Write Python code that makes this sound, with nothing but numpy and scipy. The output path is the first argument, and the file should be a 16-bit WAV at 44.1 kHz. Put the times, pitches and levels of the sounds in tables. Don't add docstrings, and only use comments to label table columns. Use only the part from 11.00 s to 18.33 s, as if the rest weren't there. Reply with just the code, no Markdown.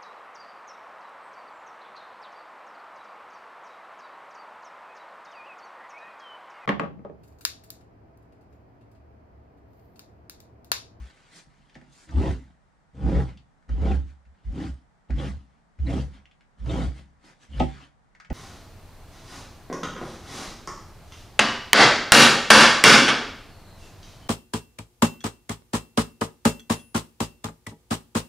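import sys
import numpy as np
from scipy import signal
from scipy.fft import rfft, irfft, next_fast_len
from scipy.io import wavfile
from scipy.ndimage import uniform_filter1d

SR = 44100
rng = np.random.default_rng(int(sys.argv[2]) if len(sys.argv) > 2 else 0)


def pcm_store(signal):
    levels = np.round(np.clip(np.atleast_2d(signal), -1, 1) * 32767)
    wavfile.write(sys.argv[1], SR, levels.astype(np.int16).T)


N = 323253
TIME = np.arange(N) / SR
FFT_SIZE = next_fast_len(N + SR)
FREQS = np.arange(FFT_SIZE // 2 + 1) * SR / FFT_SIZE

KNIFE_PUSHES = [(1.065, 1.207, 0.075, 184, 145, -16.5, -36, -32, -32, -46.5, -59.5),
                (1.925, 2.086, 0.11, 161, 158, -26, -35, -28, -32.5, -50, -64),
                (2.676, 2.856, 0.058, 160, 154.4, -15, -24.5, -32.5, -33.5, -48.5, -63.5),
                (3.426, 3.584, .058, 235, 177, -22, -42, -36, -39, -50, -62),
                (4.083, 4.191, 0.063, 330, 150, -16.5, -36.5, -35, -40, -46.5, -60.5),
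                (4.776, 4.895, 0.077, 330, 153, -22.5, -32, -31, -35.5, -48, -59),
                (5.57, 5.7, .11, 322, 122, -24, -32, -32, -35, -45, -57.5),
                (6.475, 6.597, 0.0075, 200, 161.4, -26, -34.5, -39, -45.5, -47, -61)]
# peaks early by/s, lingers/s,
# factors on the swell, fade and first touch, drop as the edge lets go/dB
PART_RESPONSES = [(0.03, 0.066, 0.89, 0.93, 1.06, 3.4), (0.023, 0.031, 1.2, 0.88, 1.3, 6),
                  (0.0002, 0.0035, 1.22, 1.33, 1.47, 2.56), (-0.012, 0.026, 0.86, 0.95, 0.82, 5.75),
                  (-0.016, 0.037, 0.66, 0.87, 0.82, 4)]
# f/Hz, level/dB
JUDDER_SPECTRUM = [(70, -23), (100, 4), (120, 5), (160, 2.5), (215, -.5), (255, -2), (320, -15), (700, -35)]
RASP_SPECTRUM = [(170, -28.5), (260, -5), (320, 1), (450, -3.5), (555, -4), (640, -8), (850, -12),
                 (1100, -15), (2500, -39)]
TEAR_SPECTRUM = [(350, -18), (1100, -.5), (1300, 4), (1500, 0), (2000, 1.5), (2450, -4.5), (3100, -1.5),
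                 (4200, -8.5), (5500, -15.5), (8000, -32)]
WET_SPECTRUM = [(2500, -12), (4500, 0), (5300, -1.5), (7000, -3.5), (9500, -7), (11200, -20), (14500, -28)]
RUSTLE_SPECTRUM = [(500, -4.5), (850, -1), (1300, 1), (2100, 0.5), (2600, -3), (3300, -3.5), (4300, -9),
                   (5500, -17), (8000, -25.5)]
AIR_SPECTRUM = [(25, 10.5), (65, -7.5), (106, -10.5), (180, -4), (330, -19), (600, -17), (800, -13.5),
                (950, -17.5), (1900, -21.5), (2600, -32), (9000, -39.5), (14000, -69)]
# f/Hz, level/dB, time to fade by 60 dB/s
BEAM_NOTES = [(60.6, -8, 0.13), (115, -14, 0.14), (140.1, -9.5, 0.38), (163.6, -10.5, 0.33),
              (208.5, -10, 0.31), (244.5, -5.5, 0.2), (319.4, -10, 0.26), (376, -11, 0.11),
              (551, -5, 0.067), (639, -9.5, 0.15), (678, -10.5, 0.074), (772.3, -2, 0.14),
              (863, -2.5, 0.052), (1270, -13.5, 0.087), (1912, -25.5, 0.24), (3140, -13.5, 0.07)]
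# t/s, level/dB, pitch of the loaded beam f/Hz
BEAM_DIPS = [(-.025, -38, 66.83), (1.133, -20, 65.75), (1.258, -28, 58.06), (2.021, -23, 60.2),
             (2.129, -21, 60.6), (2.687, -25, 54.26), (3.248, -52, 62.73), (3.446, -29.5, 57.24),
             (3.668, -35, 66.6), (4.092, -24, 55.13), (4.305, -38, 64.2), (4.786, -25, 56.6),
             (5.592, -33, 58.8), (5.828, -29.5, 58.7), (6.562, -26.5, 52.4), (7.293, -28, 54.6)]
# t/s, level/dB, cut-off f/Hz (lower is a softer blow)
BEAM_BLOWS = [(0.459, -45, 130), (0.589, -47, 130), (0.755, -41.5, 480), (.816, -47, 420),
              (0.871, -47.5, 220), (2.691, -40.5, 400), (4.096, -28, 320), (4.788, -45, 298),
              (4.966, -32.5, 496), (6.004, -46, 170), (6.239, -54, 497), (6.601, -16, 1500),
              (6.605, -28.5, 790), (6.617, -23.5, 600), (6.628, -23, 600), (7.303, -24.5, 464)]
# t/s, level/dB, f/Hz, length/s
NARROW_CHIRPS = [(2.145, -45, 1970, 0.043), (2.201, -43.5, 1910, 0.015), (2.913, -46, 2560, 0.022),
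                 (4.181, -46.5, 3260, 0.043), (4.863, -52, 4100, 0.022), (4.864, -47.5, 2000, 0.07),
                 (4.926, -51, 3280, 0.04), (5.691, -46, 3630, .03), (6.521, -55.5, 3020, 0.085),
                 (6.607, -40.5, 2717, 0.015)]
# t/s, level/dB, centre f/Hz
TICKS_AND_CRACK = [(0.696, -54, 2760), (0.744, -52, 2920), (0.7529, -43, 1800), (0.813, -50.5, 1780),
                   (1.09, -47, 1500), (1.108, -52, 4970), (2.0293, -52, 1980), (2.373, -48.5, 3100),
                   (2.6237, -61.5, 1550), (2.691, -43, 1460), (3.2524, -63.5, 2000), (4.1048, -40, 1570),
                   (4.788, -53.5, 1840), (5.255, -47.5, 2320), (5.3122, -54, 2500), (5.408, -54, 2050),
                   (5.659, -45, 1750), (6.5982, -29, 2400), (7.1492, -48, 1700), (7.2, -42.5, 1620),
                   (7.2477, -43, 1850), (7.3009, -40.5, 1770)]
# t/s, hold/s, rustle level/dB, wet hiss level/dB
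HIDE_BRUSHES = [(0.0, 0.11, -59.5, -71.5), (.15, 0.26, -63.5, -74.5), (.325, 0.031, -61.5, -66.5),
                (.365, 0.022, -57, -57.5), (.5, 0.43, -70, -82.5), (.935, 0.035, -65, -66.5),
                (.99, 0.054, -62.5, -65), (1.42, 0.076, -71, -92), (2.29, 0.0067, -53.5, -74),
                (3.085, 0.02, -64, -76), (3.35, 0.18, -75, -102), (4.5, 0.086, -78, -94),
                (5.139, 0.033, -59, -76), (5.97, 0.026, -56.5, -69), (6.255, 0.055, -57.5, -68),
                (6.43, 0.0083, -58.5, -66.5), (6.69, .15, -54, -70.5)]
# f/Hz, left leads by/rad, left is louder by/dB
LEFT_RIGHT_GAPS = [(120, -0.35, -0.9), (250, -.12, -.8), (600, -0.05, -0.3), (850, .8, 1.5),
                   (954, 1.5, -11.5), (1120, 2.4, 9), (1460, 1, 0.5), (2160, 0, 1.5), (7600, .5, -1),
                   (9500, 2.0, 0.2)]


def knife_scrape(ring_db, drag_db, burst_db, burst_s, shift_db, patchy_db):
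    slips = blade_slips(typical_per_s=150, unevenness=.6, spread_db=2.5)
    drag = from_db(drag_db) * unit_level(grains(per_s=1600, spread_db=1))
    push = unit_level(slips - slips.mean()) + drag
    ringing = from_db(ring_db) * unit_level(beam_ring(push))
    wood = shifting_contact(push + ringing, shift_db, frame_samples=1024, frames=6)
    after_slip = signal.lfilter([1], [1, -np.exp(-1 / (burst_s * SR))], slips)
    bursts = 1 + from_db(burst_db) * unit_level(after_slip)
    fibres = bursts * stereo(grains(3000, spread_db=-1), grains(3800, spread_db=3.5), side_db=-20)
    moisture = bursts * stereo(grains(9000, spread_db=4), grains(9000, spread_db=1.5), side_db=-4.5)
    fibres, moisture = [shifting_contact(x, patchy_db) for x in (fibres, moisture)]
    parts = [(wood, JUDDER_SPECTRUM), (wood, RASP_SPECTRUM),
             (fibres, TEAR_SPECTRUM), (moisture, WET_SPECTRUM)]
    return [even_out(colour(x, spectrum), window_s=0.043) for x, spectrum in parts]


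def blade_slips(typical_per_s, unevenness, spread_db):
    gaps, sizes = rng.standard_normal((4000, 2)).T
    at = (np.cumsum(np.exp(unevenness * gaps)) * SR / typical_per_s).astype(int)
    force = np.zeros(N)
    force[at[at < N]] = from_db(spread_db * sizes[at < N])
    return force


def shifting_contact(x, depth_db, frame_samples=256, frames=14):
    bands = signal.stft(x, nperseg=frame_samples)[2]
    patches = unit_level(uniform_filter1d(rng.standard_normal(bands.shape[-2:]), size=frames, axis=1))
    return signal.istft(bands * from_db(depth_db * patches))[1][..., :N]


def knife_pushes():
    curves = []
    for part, (early, linger, swell_by, fade_by, touch_by, drop_db) in enumerate(PART_RESPONSES):
        pushes = []
        for touch, full, hold, swell, fade, touch_db, *levels_db in KNIFE_PUSHES:
            press = pressure(touch, full - early, full + hold + linger,
                             swell * swell_by, fade * fade_by, touch_db * touch_by, drop_db)
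            pushes.append(from_db(levels_db[part]) * press)
        curves.append(together(pushes))
    return curves


def pressure(touch_s, full_s, ease_s, swell_db_per_s, fade_db_per_s, touch_db, drop_db=0):
    settle_s, let_go_s = 0.028, 0.059
    landing = np.clip((TIME - touch_s) / settle_s, 0, 1)
    swell_db = np.maximum(-swell_db_per_s * np.maximum(full_s - TIME, 0), touch_db)
    eased_s = np.maximum(TIME - ease_s, 0)
    fade_db = -fade_db_per_s * eased_s - drop_db * np.minimum(eased_s / let_go_s, 1)
    return from_db(swell_db + np.maximum(fade_db, -120)) * landing


def beam_ring(force):
    out = 0
    for k, (hz, db, fade_s) in enumerate(BEAM_NOTES):
        decay, turn = from_db(-60 / (fade_s * SR)), 2 * np.pi * hz / SR
        note = signal.lfilter([0, np.sin(turn)], [1, -2 * decay * np.cos(turn), decay ** 2], force + 1e-18)
        out = out + (-1) ** k * from_db(db) * note
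    return out


def beam_dips(rise_s):
    start_s, db, hz = np.transpose(BEAM_DIPS)[:, :, None]
    age = np.maximum(TIME - start_s, 0) / rise_s
    power = (from_db(db) * age) ** 2 * np.exp(np.maximum(1 - age ** 2, -100)) + 1e-20
    total = power.sum(axis=0)
    return np.sqrt(total), (power * hz).sum(axis=0) / total


def beam_bend(bend, dip, dip_hz, steady_hz):
    flex = together([bend, dip])
    pitch_hz = steady_hz + (dip_hz - steady_hz) * (dip / (flex + 1e-9)) ** 2
    middle = beam_sway(pitch_hz, wander_hz=7.3, wander_rate_hz=26)
    side = beam_sway(pitch_hz, wander_hz=10.66, wander_rate_hz=30.8)
    return flex * stereo(middle, side, side_db=-11.5)


def beam_sway(hz, wander_hz, wander_rate_hz):
    pitch_hz = hz + wander_hz * unit_level(soften(rng.standard_normal(N), wander_rate_hz))
    return np.sqrt(2) * np.sin(2 * np.pi * np.cumsum(pitch_hz) / SR)


def knocks():
    force = np.zeros(N)
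    for start_s, db, cut_hz in BEAM_BLOWS:
        add_at(force, start_s, from_db(db) * soften(signal.unit_impulse(256), cut_hz))
    return beam_ring(force)


def chirps(width_hz):
    out = np.zeros(N)
    for start_s, db, hz, length_s in NARROW_CHIRPS:
        age = np.linspace(0, 1, int(length_s * SR))
        noise = keep_band(rng.standard_normal(SR // 4), hz - width_hz / 2, hz + width_hz / 2)
        swell = np.sin(np.pi * np.sqrt(age))
        add_at(out, start_s, from_db(db) * unit_level(noise[-len(age):]) * swell)
    return out


def ticks_and_crack(tail_db, tail_s, snap_db):
    out, t = np.zeros(N + SR), TIME[:SR // 5]
    hit = np.exp(-t / .003) - np.exp(-t / .0005)
    tail = from_db(tail_db) * np.exp(-t / tail_s)
    for start_s, db, hz in TICKS_AND_CRACK:
        burst = rng.standard_normal(len(t)) * (hit + tail)
        pitched = keep_band(burst, hz / 1.35, hz * 1.35)
        click = pitched + from_db(snap_db) * keep_band(burst, 700, 6000, order=3)
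        add_at(out, start_s, from_db(db) * click / np.abs(click).max())
    return out[:N]


def hide_brushes(lead_s):
    curves = []
    for full_s, hold_s, *levels_db in HIDE_BRUSHES:
        press = pressure(full_s - lead_s, full_s, full_s + hold_s,
                         swell_db_per_s=381.5, fade_db_per_s=263, touch_db=-31)
        curves.append(from_db(levels_db)[:, None] * press)
    return together(curves)


def hide_rustle(side_db, patchy_db):
    clicks = stereo(grains(5000, spread_db=3), grains(5000, spread_db=1), side_db)
    return even_out(colour(shifting_contact(clicks, patchy_db), RUSTLE_SPECTRUM), window_s=0.055)


def workshop(x, echo_db, fade_s=0.16):
    t = TIME[:SR // 2]
    tail = soften(rng.standard_normal((2, len(t))), 7500) * from_db(-60 * t / fade_s) * (t > .004)
    tail /= np.sqrt(np.sum(tail ** 2, axis=1, keepdims=True))
    echo = signal.fftconvolve(np.broadcast_to(x, (2, N)), tail, axes=1)[:, :N]
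    return x + from_db(echo_db) * echo


def room_air():
    noise = stereo(*rng.standard_normal((2, N)), side_db=-1.5)
    return unit_level(colour(noise, AIR_SPECTRUM))


def from_db(db):
    return 10 ** (np.asarray(db) / 20)


def unit_level(x):
    return x / np.sqrt(np.mean(x ** 2) + 1e-20)


def even_out(x, window_s):
    power = np.mean(np.atleast_2d(x) ** 2, axis=0)
    return x / np.sqrt(uniform_filter1d(power, int(window_s * SR) + 1) + 1e-12)


def together(curves):
    return np.sqrt(sum(curve ** 2 for curve in curves))


def add_at(track, start_s, sound):
    start = int(start_s * SR)
    track[start:start + len(sound)] += sound


def grains(per_s, spread_db):
    sizes = from_db(spread_db * np.minimum(rng.exponential(1, N), 4))
    return sizes * rng.choice([-1, 1], N) * (rng.random(N) < per_s / SR)


def stereo(middle, side, side_db):
    return unit_level(middle) + from_db(side_db) * unit_level(side) * np.array([[1], [-1]])


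def soften(x, hz):
    return signal.sosfilt(signal.butter(2, hz, fs=SR, output="sos"), x + 1e-18)


def keep_band(x, low_hz, high_hz, order=2):
    return signal.sosfilt(signal.butter(order, [low_hz, high_hz], "band", fs=SR, output="sos"), x)


def curve_through(points):
    hz, values = np.transpose(points)
    return np.interp(np.log(FREQS + 1), np.log(hz), values)


def colour(x, spectrum):
    octaves_below = np.maximum(np.log2(spectrum[0][0] / (FREQS + 1)), 0)
    octaves_above = np.maximum(np.log2((FREQS + 1) / spectrum[-1][0]), 0)
    gain = from_db(curve_through(spectrum) - 18 * (octaves_below + octaves_above))
    cepstrum = irfft(np.log(gain), FFT_SIZE)
    cepstrum[1:] *= 2
    response = np.exp(rfft(cepstrum[:FFT_SIZE // 2], FFT_SIZE))
    return irfft(rfft(x, FFT_SIZE) * response, FFT_SIZE)[..., :N]


def scene():
    bend, judder_gain, rasp_gain, tear_gain, hiss_gain = knife_pushes()
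    dip, dip_hz = beam_dips(rise_s=.04)
    brush, brush_hiss = hide_brushes(lead_s=.1)
    judder_gain = together([judder_gain, from_db(-20.5) * dip, from_db(-6.5) * brush])
    rasp_gain = together([rasp_gain, from_db(-8.5) * brush])
    hiss_gain = together([hiss_gain, brush_hiss])
    judder, rasp, tear, hiss = knife_scrape(ring_db=-14.5, drag_db=-1, burst_db=-15, burst_s=0.014,
                                            shift_db=5, patchy_db=4)
    hum = from_db(2.47) * beam_bend(bend, dip, dip_hz, steady_hz=65.5)
    wood = from_db(1.2) * judder_gain * judder + from_db(1.5) * rasp_gain * rasp
    surface = from_db(0.77) * tear_gain * tear + from_db(4.5) * hiss_gain * hiss
    surface += chirps(width_hz=340)
    surface += brush * hide_rustle(side_db=-11.5, patchy_db=3.5)
    clicks = from_db(3) * ticks_and_crack(tail_db=-11, tail_s=0.024, snap_db=-16.5)
    air = from_db(-60.5) * room_air()
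    beam = hum + workshop(wood, echo_db=-16) + workshop(knocks(), echo_db=-7)
    return beam + workshop(surface, echo_db=-13.5) + workshop(clicks, echo_db=-7) + air


def record(dry):
    gaps = np.array(LEFT_RIGHT_GAPS)
    half_each = np.array([[.5], [-.5]])
    lead_rad, louder_db = curve_through(gaps[:, [0, 1]]), curve_through(gaps[:, [0, 2]])
    response = np.exp(1j * half_each * lead_rad) * from_db(half_each * louder_db)
    heard = irfft(rfft(dry, FFT_SIZE) * response, FFT_SIZE)[:, :N]
    rumble_hz, top_hz = 36, 14600
    heard = signal.sosfilt(signal.butter(3, rumble_hz, "high", fs=SR, output="sos"), heard)
    return signal.sosfilt(signal.cheby2(12, 60, top_hz, fs=SR, output="sos"), heard)


dry = scene()
out = record(dry)
pcm_store(out)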